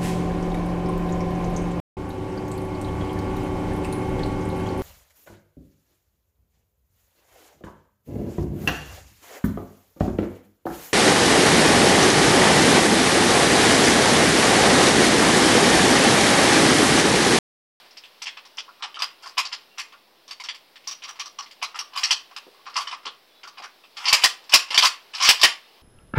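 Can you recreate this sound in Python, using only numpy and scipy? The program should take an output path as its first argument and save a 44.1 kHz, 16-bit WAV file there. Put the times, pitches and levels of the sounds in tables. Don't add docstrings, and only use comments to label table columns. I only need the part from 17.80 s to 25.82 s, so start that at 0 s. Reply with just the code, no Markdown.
import sys
import numpy as np
from scipy import signal
from scipy.fft import rfft, irfft
from scipy.io import wavfile
from scipy.ndimage import uniform_filter1d

SR = 44100
rng = np.random.default_rng(int(sys.argv[2]) if len(sys.argv) > 2 else 0)


def file_out(sig):
    cols = np.atleast_2d(sig).T
    lim = np.clip(cols, -1, 1)
    pcm = np.round(lim * 32767).astype(np.int16)
    wavfile.write(sys.argv[1], SR, pcm)


def makeup_ratio(level_db):
    decades = np.asarray(level_db, float) / 20
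    return 10 ** decades


N = 353682
HZ = np.fft.rfftfreq(4096, 1 / SR)


def unit_rms(x):
    return x / np.sqrt(np.mean(x ** 2) + 1e-20)


def read_spectrum(points, hz):
    f, value = np.transpose(points)
    return np.interp(np.log(hz + 1), np.log(f + 1), value)


def add(mix, s, sound):
    part = mix[round(s * SR):][:len(sound)]
    part += sound[:len(part)]


def highpass(x, hz, order):
    return signal.sosfilt(signal.butter(order, hz, "high", fs=SR, output="sos"), x)


def ring(modes):
    hz, db, t60_s = np.transpose(modes)[:, :, None]
    t = np.arange(2600) / SR
    decay = makeup_ratio(db - 60 * t / np.maximum(t60_s, .001))
    sound = (decay * np.sin(2 * np.pi * hz * t)).sum(0)
    return sound / np.linalg.norm(sound)


def humps(modes, db, stretch=1):
    hz, width_hz, top_db = np.transpose(modes)[:, :, None]
    detune = 2 * (HZ - stretch * hz) / width_hz
    power = (makeup_ratio(2 * top_db) / (1 + detune ** 2) ** 1.715).sum(0)
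    return makeup_ratio(2 * db) * power / power.mean()


def click(power, late_s=0 * HZ):
    cepstrum = irfft(np.log(power + 1e-12) / 2)
    cepstrum[1:2048] *= 2
    cepstrum[2049:] = 0
    delay_phase = 2j * np.pi * HZ[1] * np.cumsum(late_s)
    return irfft(np.exp(rfft(cepstrum) - delay_phase))[:2000]


# frequency in Hz, level in dB per Hz.
AIR = [(15, -41), (25, -5), (35, 19.5), (49, -37), (76, -15), (384, 2), (911, 0.5), (1100, -1.5),
       (1290, -4.5), (1610, -5.5), (2840, -2.5), (5140, -4), (6560, -18.5), (14800, -15), (16000, -12)]
# time in seconds, level in dB.
BREEZE = [(0, -58), (.15, -64.5), (.35, -64.5), (1, -65.5), (1.8, -65), (2.301, -69), (2.9, -67),
          (4.7, -64.5), (5.5, -67.5), (6.002, -67), (6.6, -62.5), (7.3, -63), (8.02, -65)]


def air():
    frames, hz = N // 256 + 5, np.fft.rfftfreq(1024, 1 / SR)
    a, b, patches = rng.standard_normal((frames, 513, 3)).T
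    patches = uniform_filter1d(patches, 12, 0)
    patches = unit_rms(uniform_filter1d(patches, 14, 1))
    s, db = np.transpose(BREEZE)
    gust_db = np.interp(np.arange(frames) * 256 / SR, s, db - db.min())
    leaves = np.exp(-(np.log(hz + 1) - np.log(2500)) ** 2 / 3.9)[:, None]
    still = makeup_ratio(read_spectrum(AIR, hz)[:, None] + .8 * patches) * (a + 1j * b)
    still_rms = signal.istft(still, nperseg=1024, noverlap=768)[1].std()
    gusty = signal.istft(still * makeup_ratio(leaves * gust_db), nperseg=1024, noverlap=768)[1][:N]
    return makeup_ratio(db.min() + 10.5) / still_rms * gusty


# start in seconds, blow in dB, then stock, bright steel and sharp edge shares in dB.
CLACKS = [(6.3267, -6, -10.5, 1, -14), (6.421, -22.5, -19, -23, -13.5), (6.4365, -5.5, -15.5, -5.5, -8),
          (6.721, -22, -9, -2.5, -13), (6.7362, -3, -25.5, -1, -8), (6.9425, -19, -1, 0.5, -14),
          (6.976, -6.5, -37, -3.5, -14), (6.985, -23, -2, -4, -8.5), (7.0245, -11, -6.5, -5, -19.5),
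          (7.036, -17.5, 0, -17, -6.5), (7.051, -9.5, -15, -6, -16.5), (7.06, -34, -26, -17, 8.5),
          (7.4885, -5, -12, -1, -7), (7.6135, -18, -9, 3, -11), (7.6325, -3.5, -16.5, -4.5, -9.5)]
SNAPS = [(0.7842, -29.5, -19, -1.5, -70), (1.5779, -13, -23, -7, -15), (1.7255, -25, -31, -1, -46),
         (1.9839, -29, -3.5, -9, -12), (3.3979, -25.5, -14, -4.5, -21), (3.824, -22, -4, -4, -14),
         (4.16, -27, -15, -26, -12), (4.308, -13.5, -12.5, -1, -17.5), (4.865, -37, 3, -6.5, -26),
         (4.939, -44.5, -6, 6, -15), (5.7805, -36, -1, -7, -21)]
CHATTER = [(6.2517, -32, -20, 5, -28), (6.255, -24, -26, -3, -29), (6.265, -22, -7, -3, -32),
           (6.272, -22, -11, -5, -30), (6.2794, -14.5, -11, -5, -32), (6.282, -16.5, -26, 0, -31),
           (6.293, -25, -15, -5, -12), (6.305, -27, -10, -5, -27), (7.4009, -22, -6, -4, -27),
           (7.41, -23, -7, -1.5, -21.5), (7.4221, -14.5, -17, -3.5, -13), (7.436, -20, -10, -5, -18),
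           (7.443, -21.5, -5, 0, -20), (7.45, -11, -17, -6.5, -21), (7.463, -21, -11, -7, -16),
           (7.473, -15.5, -9, -3, -13), (6.331, -18, -22, 5, -8), (6.343, -22, -16, -9, -5),
           (6.3726, -31, -12, -7, -18), (7.457, -20.5, -11, -0.5, -19), (7.427, -23.5, -12, 2, -17),
           (7.499, -12, -20, -10, -17.5)]
# start in seconds, blow in dB, stock and bright steel shares in dB.
CLICKS = [(0.1066, -52.5, -11, 2), (0.418, -30, -12.5, 0.5), (0.651, -42.5, -9, -2), (1.2, -31, -2, -5),
          (1.22, -20.5, -4, -10), (1.2297, -38, 7, -12), (1.459, -37, 2.5, -1.5), (1.589, -19, -8.5, -7),
          (1.994, -25.5, -31, -5.5), (2.4777, -47, -4, 4), (2.4874, -44, -4, -16),
          (2.5087, -31.5, -10, -3.5), (2.599, -32.5, -14, -3), (2.637, -36, -6.5, 3),
          (2.745, -37.5, -13, -6), (3.071, -38.5, -3, 2), (3.089, -34, -17, -6), (3.279, -40, -3, -1),
          (3.2883, -33.5, -4.5, -14), (3.456, -39, -5.5, 1), (3.7094, -39, -31, -5.5),
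          (3.9557, -31.5, -3.5, -9), (3.9883, -26.5, -9, -3.5), (4.1727, -22, -14, -4),
          (4.5628, -29.5, -8.5, -6), (4.963, -21, -3, -1.5), (5.007, -26, -9, -7), (5.673, -41, 2, 2),
          (5.8365, -35, -4, -6)]
TAPS = [(0.1694, -35, -28, -5), (0.2367, -36, -26, -34), (0.252, -44.5, -11, -9), (0.4575, -28.5, -14, -12),
        (0.4701, -23, -18, -11), (1.1448, -38, -16, -30), (1.1572, -33, -16, -16), (1.65, -28.5, -6, 0.5),
        (1.73, -39.5, 1, -22), (2.648, -34.5, -13, -4), (2.6868, -22.5, -18, -9),
        (2.957, -35.5, -15, -13.5), (3.041, -45.5, -21, -13.5), (3.1132, -34, -5.5, -5),
        (3.2237, -32, -15, -14), (3.2373, -30.5, -21, -7.5), (3.661, -40.5, -22, -14),
        (4.134, -40, -1.5, -6), (4.234, -16, -19, 0.5), (5.0718, -31.5, -6, -2), (5.266, -27, -6, -26),
        (6.0394, -44.5, -10, -17),
        (0.57, -36, -1.5, -7.5), (0.8876, -55.5, 9, -3), (0.995, -54.5, 4, -2), (1.0075, -57, 12.5, -19),
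          (1.024, -24.5, -6.5, -11), (1.0366, -28, -1, -8.5), (1.1893, -31, -12, -2),
          (1.4342, -41.5, 0, -4), (2.1229, -42, -9, -9), (3.357, -43, -4.5, -9), (3.5862, -34, -10, -2),
          (3.622, -43, 2.5, 2.5), (3.9448, -40, 4.5, -4), (4.1203, -58, 9, -3), (4.511, -47, 1, -11),
          (4.894, -42.5, 0, -3.5), (4.956, -26, -12, -9), (5.1124, -31.5, -4.5, -9), (5.125, -29, -3, -12),
          (5.231, -52.5, 3, 0), (5.2534, -32.5, -4, 0), (5.6323, -38, -14, -5), (5.8214, -38.5, 1, -3)]
PLAY = [(6.169, -30, -10, -3), (6.205, -40, 0, -5), (6.638, -49, -3.5, -2), (6.6941, -32, -8.5, 1),
        (6.881, -41.5, -3, -2), (6.9058, -27, -20, 0.5), (6.96, -26.5, -13, -3), (7.007, -19, -12, -6),
        (7.337, -30.5, -11, -9.5), (7.346, -31.5, -8.5, 5), (7.3824, -25.5, -10, -23),
        (7.5961, -26.5, -7, -5)]
# stock, bright steel and edge shares in dB.
TOUCH_SHARES_DB = (-4, -10, -36)


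def blows():
    touch_lead_s, touch_db, touch_follows = 0.0079, -39, 0.48
    touches = [(s - touch_lead_s, touch_db + touch_follows * (db + 31), *TOUCH_SHARES_DB)
               for s, db, *_ in SNAPS]
    blunt_edge_db, blunt_loss = -24.5, 0.27
    blunt = [(*row, blunt_edge_db - blunt_loss * (row[1] + 36)) for row in TAPS]
    clicks = [(*row, -15) for row in CLICKS]
    play = [(*row, -20) for row in PLAY]
    return CLACKS + SNAPS + touches + blunt + clicks + play + CHATTER


# frequency in Hz, width in Hz, level in dB.
STOCK = [(950, 1140, -9), (1090, 146, -0.5), (1190, 490, -6)]
ACTION = [(1770, 500, -20), (2240, 500, -10), (3004, 1600, -2.5)]
STEEL = [(3900, 630, -7), (4710, 1260, 0.5), (5344, 640, 0), (7280, 500, -15.5)]
EDGE = [(7300, 4200, -0.5), (11030, 1400, -10), (13540, 23000, -17.5)]


def contact(blow_db, stock_db, bright_db, edge_db, action_hz, luck):
    steel_lag_s = 0.003
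    action = humps(ACTION, -3, action_hz / 2900)
    stock = humps(STOCK, stock_db, 1 + .015 * luck[0])
    steel = humps(STEEL, bright_db, 1 + 0.041 * luck[2])
    edge = humps(EDGE, edge_db - 1.5)
    ripple = makeup_ratio(2 * 2.6 * np.interp(HZ, np.linspace(0, SR / 2, len(luck)), luck))
    late_s = .0008 * np.interp(HZ, np.linspace(0, SR / 2, 20), abs(luck[:20]))
    first = click((stock + action / (1 + (HZ / 5500) ** 4)) * ripple, late_s)
    after = click((steel + edge) * ripple, late_s + steel_lag_s)
    return makeup_ratio(blow_db + 16.5) * (first + after)


# start in seconds, level in dB.
CASES = [(1.982, -31), (3.0747, -21), (3.112, -26), (3.237, -34), (3.2915, -32.5), (3.3965, -25),
         (3.458, -34), (3.5886, -29.5), (4.1604, -38.5), (7.436, -13.5), (7.4466, -15.5)]
# frequency in Hz, level in dB, t60 in seconds.
BRASS = [(5762, 1, 0.031), (5590, 0, 0.0099), (12800, -31, 0.026), (15400, -28.5, 0.03)]


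def contacts():
    out, rows = np.zeros(N), blows()
    free_hz, held_hz_per_db, held_from_db = 2920, 46.5, -6
    spots = rng.standard_normal((139, 60))
    spots = np.resize(spots, (len(rows), 60))
    for (s, blow_db, stock_db, *shares), luck in zip(rows, spots):
        action_hz = free_hz - held_hz_per_db * max(stock_db - held_from_db, 0)
        action_hz *= 1 + .035 * luck[1]
        add(out, s, contact(blow_db, stock_db, *shares, action_hz, luck))
    for s, db in CASES:
        add(out, s, makeup_ratio(db + 14.5) * ring(BRASS))
    return out


# start in seconds, level in dB, frequency
# in Hz.
RINGS = [(0.4214, -35, 5460), (0.785, -31, 2650), (0.785, -26.5, 3250), (0.786, -39, 5350),
         (1.027, -33, 1120), (1.476, -30.5, 4800), (1.579, -20, 1100), (1.983, -30, 2670),
         (2.127, -40.5, 1120), (3.075, -36.5, 1100), (3.4, -30, 1120), (3.588, -27, 1118),
         (3.589, -29, 2920), (4.162, -23, 1110), (4.31, -23, 2690), (4.566, -34, 2930),
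         (4.565, -30.5, 5000), (4.957, -22, 1150), (4.969, -22, 1090), (5.256, -30.5, 1090),
         (5.782, -37, 855), (6.447, -9.5, 1890), (6.741, -12.5, 1090), (6.978, -7.5, 2280),
         (6.978, -14, 3150), (7.04, -25, 1070), (7.489, -5, 2450), (7.639, -7, 1870), (7.636, -15, 1090),
         (7.44, -22.5, 1090),
         (1.17, -28, 1270), (1.22, -38, 1300), (2.6, -36.5, 970), (3.252, -38, 1120),
           (3.459, -37.5, 1160), (3.829, -29.5, 1200), (3.945, -35, 1300), (4.004, -31, 1180),
           (4.867, -50, 1400), (5.074, -30.5, 1160), (5.115, -37, 1120), (5.127, -34, 1050),
           (5.679, -45, 1110), (6.945, -23, 1020), (0.89, -41, 1380), (0.88, -39, 1090), (1, -54, 1100),
           (1.462, -41, 1100), (3.403, -31, 2450), (5.64, -38, 1420), (5.846, -39, 1450),
           (4.183, -30, 1104), (2.14, -45, 1410), (1.441, -36, 1410), (7.655, -17.5, 1830),
           (4.744, -49, 1100), (4.794, -50, 1100), (4.965, -22.5, 1180), (4.982, -26.5, 1120),
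           (5.03, -42, 1100), (5.154, -42, 1250), (7.52, -25, 1020), (7.033, -27, 1130)]


def rings():
    out, decay_cycles, pair_ratio = np.zeros(N), 42, 1.035
    for s, db, hz in RINGS:
        t60_s = decay_cycles / hz
        add(out, s, makeup_ratio(db + 16.5) * ring([(hz, 0, t60_s), (pair_ratio * hz, -8, 0.8 * t60_s)]))
    return out


# start in seconds, level in dB, frequency in Hz.
PINGS = [(0.464, -36, 5700), (0.574, -35, 2600), (0.772, -36, 5530), (1.026, -33, 3030),
         (1.144, -31.5, 3100), (1.149, -41, 4930), (1.2221, -16.5, 4950), (1.231, -33, 3900),
         (1.461, -46, 5200), (1.582, -21, 5400), (1.725, -35, 4876), (2.48, -40, 5660), (2.511, -30, 4700),
         (2.6, -36, 2200), (2.639, -33, 5430), (2.69, -31, 5200), (3.221, -38, 2950), (3.829, -26, 2240),
         (3.844, -26.5, 4040), (3.9912, -22, 5500), (4.172, -38, 3000), (4.957, -35, 2980),
         (5.009, -34, 5000), (5.073, -27, 3000), (5.676, -49, 5260), (5.842, -42, 4760),
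         (6.038, -46.5, 2680), (6.286, -15, 4870), (6.33, 0.5, 5000), (6.332, -16, 3400),
         (6.741, -13, 4600), (6.732, -14, 2920), (6.945, -16, 3000), (7.025, -15, 4710),
         (7.0347, -15, 5640), (7.05, -12.5, 5800), (7.0565, -10, 4630), (7.49, -4.5, 5070),
         (7.597, -31, 4700), (4.308, -11, 3080), (4.2338, -14.5, 3120), (4.3278, -19, 4302),
         (0.783, -25, 2900), (6.905, -27, 2900), (0.469, -26, 2830), (0.48, -31, 2140), (0.426, -29, 5500),
         (2.508, -42, 3040), (6.977, -9.5, 3180), (4.564, -29, 2820), (4.252, -22, 4500),
         (6.44, -11.5, 3540), (7.4524, -15, 5650), (7.615, -16, 5000), (7.633, -10, 5540),
         (6.906, -29, 4900), (6.169, -36, 4480), (6.696, -30, 5003), (6.349, -21, 5100), (7.441, -23, 5670),
         (4.185, -45, 14800), (4.235, -44, 13500), (4.31, -48, 13200), (4.313, -45, 15000),
         (6.29, -41.5, 14800), (1.655, -34, 5600), (3.837, -31, 5200)]


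def pings():
    out, decay_cycles = np.zeros(N), 30
    for s, db, hz in PINGS:
        t60_s = decay_cycles / hz
        add(out, s, makeup_ratio(db + 16.5) * ring([(hz, 0, t60_s), (0.99 * hz, -6, t60_s)]))
    return out


# start in seconds, level in dB.
THUMPS = [
    (1.223, -50),
    (1.581, -54),
    (4.235, -51),
    (4.311, -41),
    (6.329, -19),
    (6.444, -32),
    (6.743, -24.5),
    (6.979, -25),
    (7.489, -18),
    (7.645, -21),
]


def thumps():
    out, thump_s = np.zeros(N), 0.0034
    u = np.arange(1500) / SR / thump_s
    for s, db in THUMPS:
        add(out, s, makeup_ratio(db) * u * (2 - u) * np.exp(-u * 2.2))
    return highpass(out, 60, 1)


# start in seconds, end in seconds, first level in dB, last level in dB, bright share in dB.
SLIDES = [
    (4.154, 4.307, -34.5, -37.5, 1.5),
    (6.159, 6.362, -39.5, -25, -4),
    (6.342, 6.454, -57, -19, 2),
    (6.692, 6.735, -51, -19, -2),
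    (6.902, 6.97, -21.5, -39, -8),
    (7.327, 7.488, -48, -17.5, 2.5),
    (7.582, 7.655, -41, -24, -2),
    (1.42, 1.52, -47.5, -52, 4),
    (4.975, 5.075, -26.5, -51, -2),
    (5.09, 5.172, -39, -55, -2),
]


def slides():
    out = np.zeros(N)
    dull = click(humps(STOCK, -2) + humps(ACTION, -1.5))
    bright = click(humps(STEEL, -3.0) + humps(EDGE, -16.0))
    sizes = makeup_ratio(2.12 * rng.exponential(1, N))
    marks = unit_rms(sizes * (rng.random(N) < 500 / SR))
    for start, end, first_db, last_db, bright_db in SLIDES:
        catch = marks[round(start * SR):round(end * SR)]
        level = makeup_ratio(np.linspace(first_db, last_db, len(catch)) - 11.0)
        level *= signal.windows.tukey(len(catch), .1)
        add(out, start, signal.fftconvolve((catch - catch.mean()) * level, dull + makeup_ratio(bright_db) * bright))
    return out


# start in seconds, end in seconds, level in dB, first frequency in Hz, last frequency in Hz.
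BIRD = [
    (1.905, 1.965, -58, 2760, 2740),
    (5.48, 5.63, -62, 3400, 3460),
    (5.53, 5.635, -60.5, 3720, 4080),
    (7.81, 7.88, -59, 3640, 3660),
    (7.855, 7.925, -61, 2880, 2980),
    (7.83, 7.9, -62, 2680, 2640),
]


def bird():
    out = np.zeros(N)
    waver = 1 + .009 * unit_rms(uniform_filter1d(rng.standard_normal(N), 300))
    for start, end, db, first_hz, last_hz in BIRD:
        at = np.arange(round(start * SR), round(end * SR))
        turns = np.cumsum(np.linspace(first_hz, last_hz, len(at)) * waver[at]) / SR
        add(out, start, makeup_ratio(db) * signal.windows.tukey(len(at), .5) * np.sin(2 * np.pi * turns))
    return out


# start in seconds, level in dB, frequency in Hz.
THUDS = [(4.667, -30.5, 456), (5.263, -31.5, 438), (5.799, -32.5, 740), (6.329, -18, 684), (6.44, -14, 695),
         (6.736, -13.5, 650), (7.488, -15, 650), (7.632, -12, 750), (6.906, -29.5, 600), (6.977, -26, 450),
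         (7.03, -25, 580), (6.75, -27, 383), (7.642, -21.5, 364)]
KNOCKS = [
    (4.867, -53, 1200),
    (5.64, -28.5, 1400),
    (5.8457, -27.5, 1470),
]


def thuds():
    out = np.zeros(N)
    for s, db, hz in THUDS + KNOCKS:
        add(out, s, makeup_ratio(db + 6) * ring([(hz, 0, .015), (hz, -6, .012)]))
    return highpass(out, 250, 2)


# frequency in Hz, t60 in seconds.
PORCH = [(300, 0.22), (800, 0.29), (2100, 0.29), (5500, 0.22), (12000, 0.21)]
# delay in seconds, level in dB.
ECHOES = [
    (.0037, -11),
    (.0058, -12.5),
    (0.0116, -8.5),
    (.015, -15),
    (.0188, -8),
    (0.0212, -5.5),
]


def porch(x, notes, tail_db=-6, diffuse_db=6.5):
    size = SR // 2
    taps, at = np.zeros((3, size)), np.arange(40, size - 16, 16)
    shape = (3, len(at))
    np.put_along_axis(taps, at + rng.integers(0, 16, shape), rng.standard_normal(shape), axis=1)
    hz, t, z = signal.stft(taps, SR, nperseg=128)
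    decay = makeup_ratio(-60 * t / read_spectrum(PORCH, hz)[:, None])
    tails = signal.istft(z * decay, SR, nperseg=128)[1][:, :size]
    past_early = 1 / (1 + np.exp(np.clip((.025 - np.arange(size) / SR) / .0045, -50, 50)))
    tails *= makeup_ratio(tail_db * past_early)
    tails *= makeup_ratio(diffuse_db) / np.linalg.norm(tails[0])
    turns = 3.1 * np.arange(N) / SR + np.arange(3)[:, None] / 3
    places = np.sqrt(2 / 3) * np.cos(2 * np.pi * turns)
    low_notes = signal.sosfilt(signal.butter(3, 1350, fs=SR, output="sos"), notes)
    out = signal.fftconvolve((x + makeup_ratio(-2) * low_notes) * places, tails, axes=1).sum(0)[:N]
    for s, db in ECHOES:
        add(out, s, makeup_ratio(db) * (x + notes))
    return out


def scene():
    thin_hz, ping_wet_db = 810, -5.5
    rifle = highpass(contacts() + slides(), thin_hz, 4) + thuds()
    near = highpass(pings(), thin_hz, 4)
    notes = highpass(rings(), thin_hz, 4)
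    echoed = porch(rifle + makeup_ratio(ping_wet_db) * near, notes)
    return (rifle + near + notes + echoed + thumps() + bird() + air())[None]


def drop_masked_bands(x, under_db=38.5, bass_db=3):
    hz, t, z = signal.stft(x, SR, nperseg=2048, noverlap=1024)
    band = np.digitize(hz, np.r_[230, np.arange(700, SR / 2, 700)])
    averages = (band == np.arange(band.max() + 1)[:, None]) / np.bincount(band)[:, None]
    bands_db = 10 * np.log10(averages @ abs(z) ** 2 + 1e-20)
    total_db = 10 * np.log10((10 ** (bands_db[2:] / 10)).sum(0))
    bands_db[0] += bass_db
    keep = 1 / (1 + np.exp(np.clip(total_db - under_db - bands_db, -40, 40) * 2))
    return signal.istft(z * keep[band], SR, nperseg=2048, noverlap=1024)[1][:N]


def top_cut(x):
    return signal.sosfilt(signal.butter(12, 16810, fs=SR, output="sos"), x)


def record(dry):
    knee, ceiling, offset, edge_hz = .72, .76, -.0002, 15900
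    squeezed = dry / (1 + abs(dry / knee) ** 8.0) ** (1 / 8.0)
    squeezed = squeezed - .002 * squeezed ** 8
    squeezed = dry + highpass(squeezed - dry, 300, 2) + offset
    squeezed = np.clip(squeezed, -ceiling, ceiling)
    band_limit = signal.firwin(511, edge_hz, window=("kaiser", 9), fs=SR)
    limited = signal.oaconvolve(squeezed, band_limit[None], "same")
    return top_cut(drop_masked_bands(limited[0])[None])


dry = scene()
out = record(dry)
file_out(out)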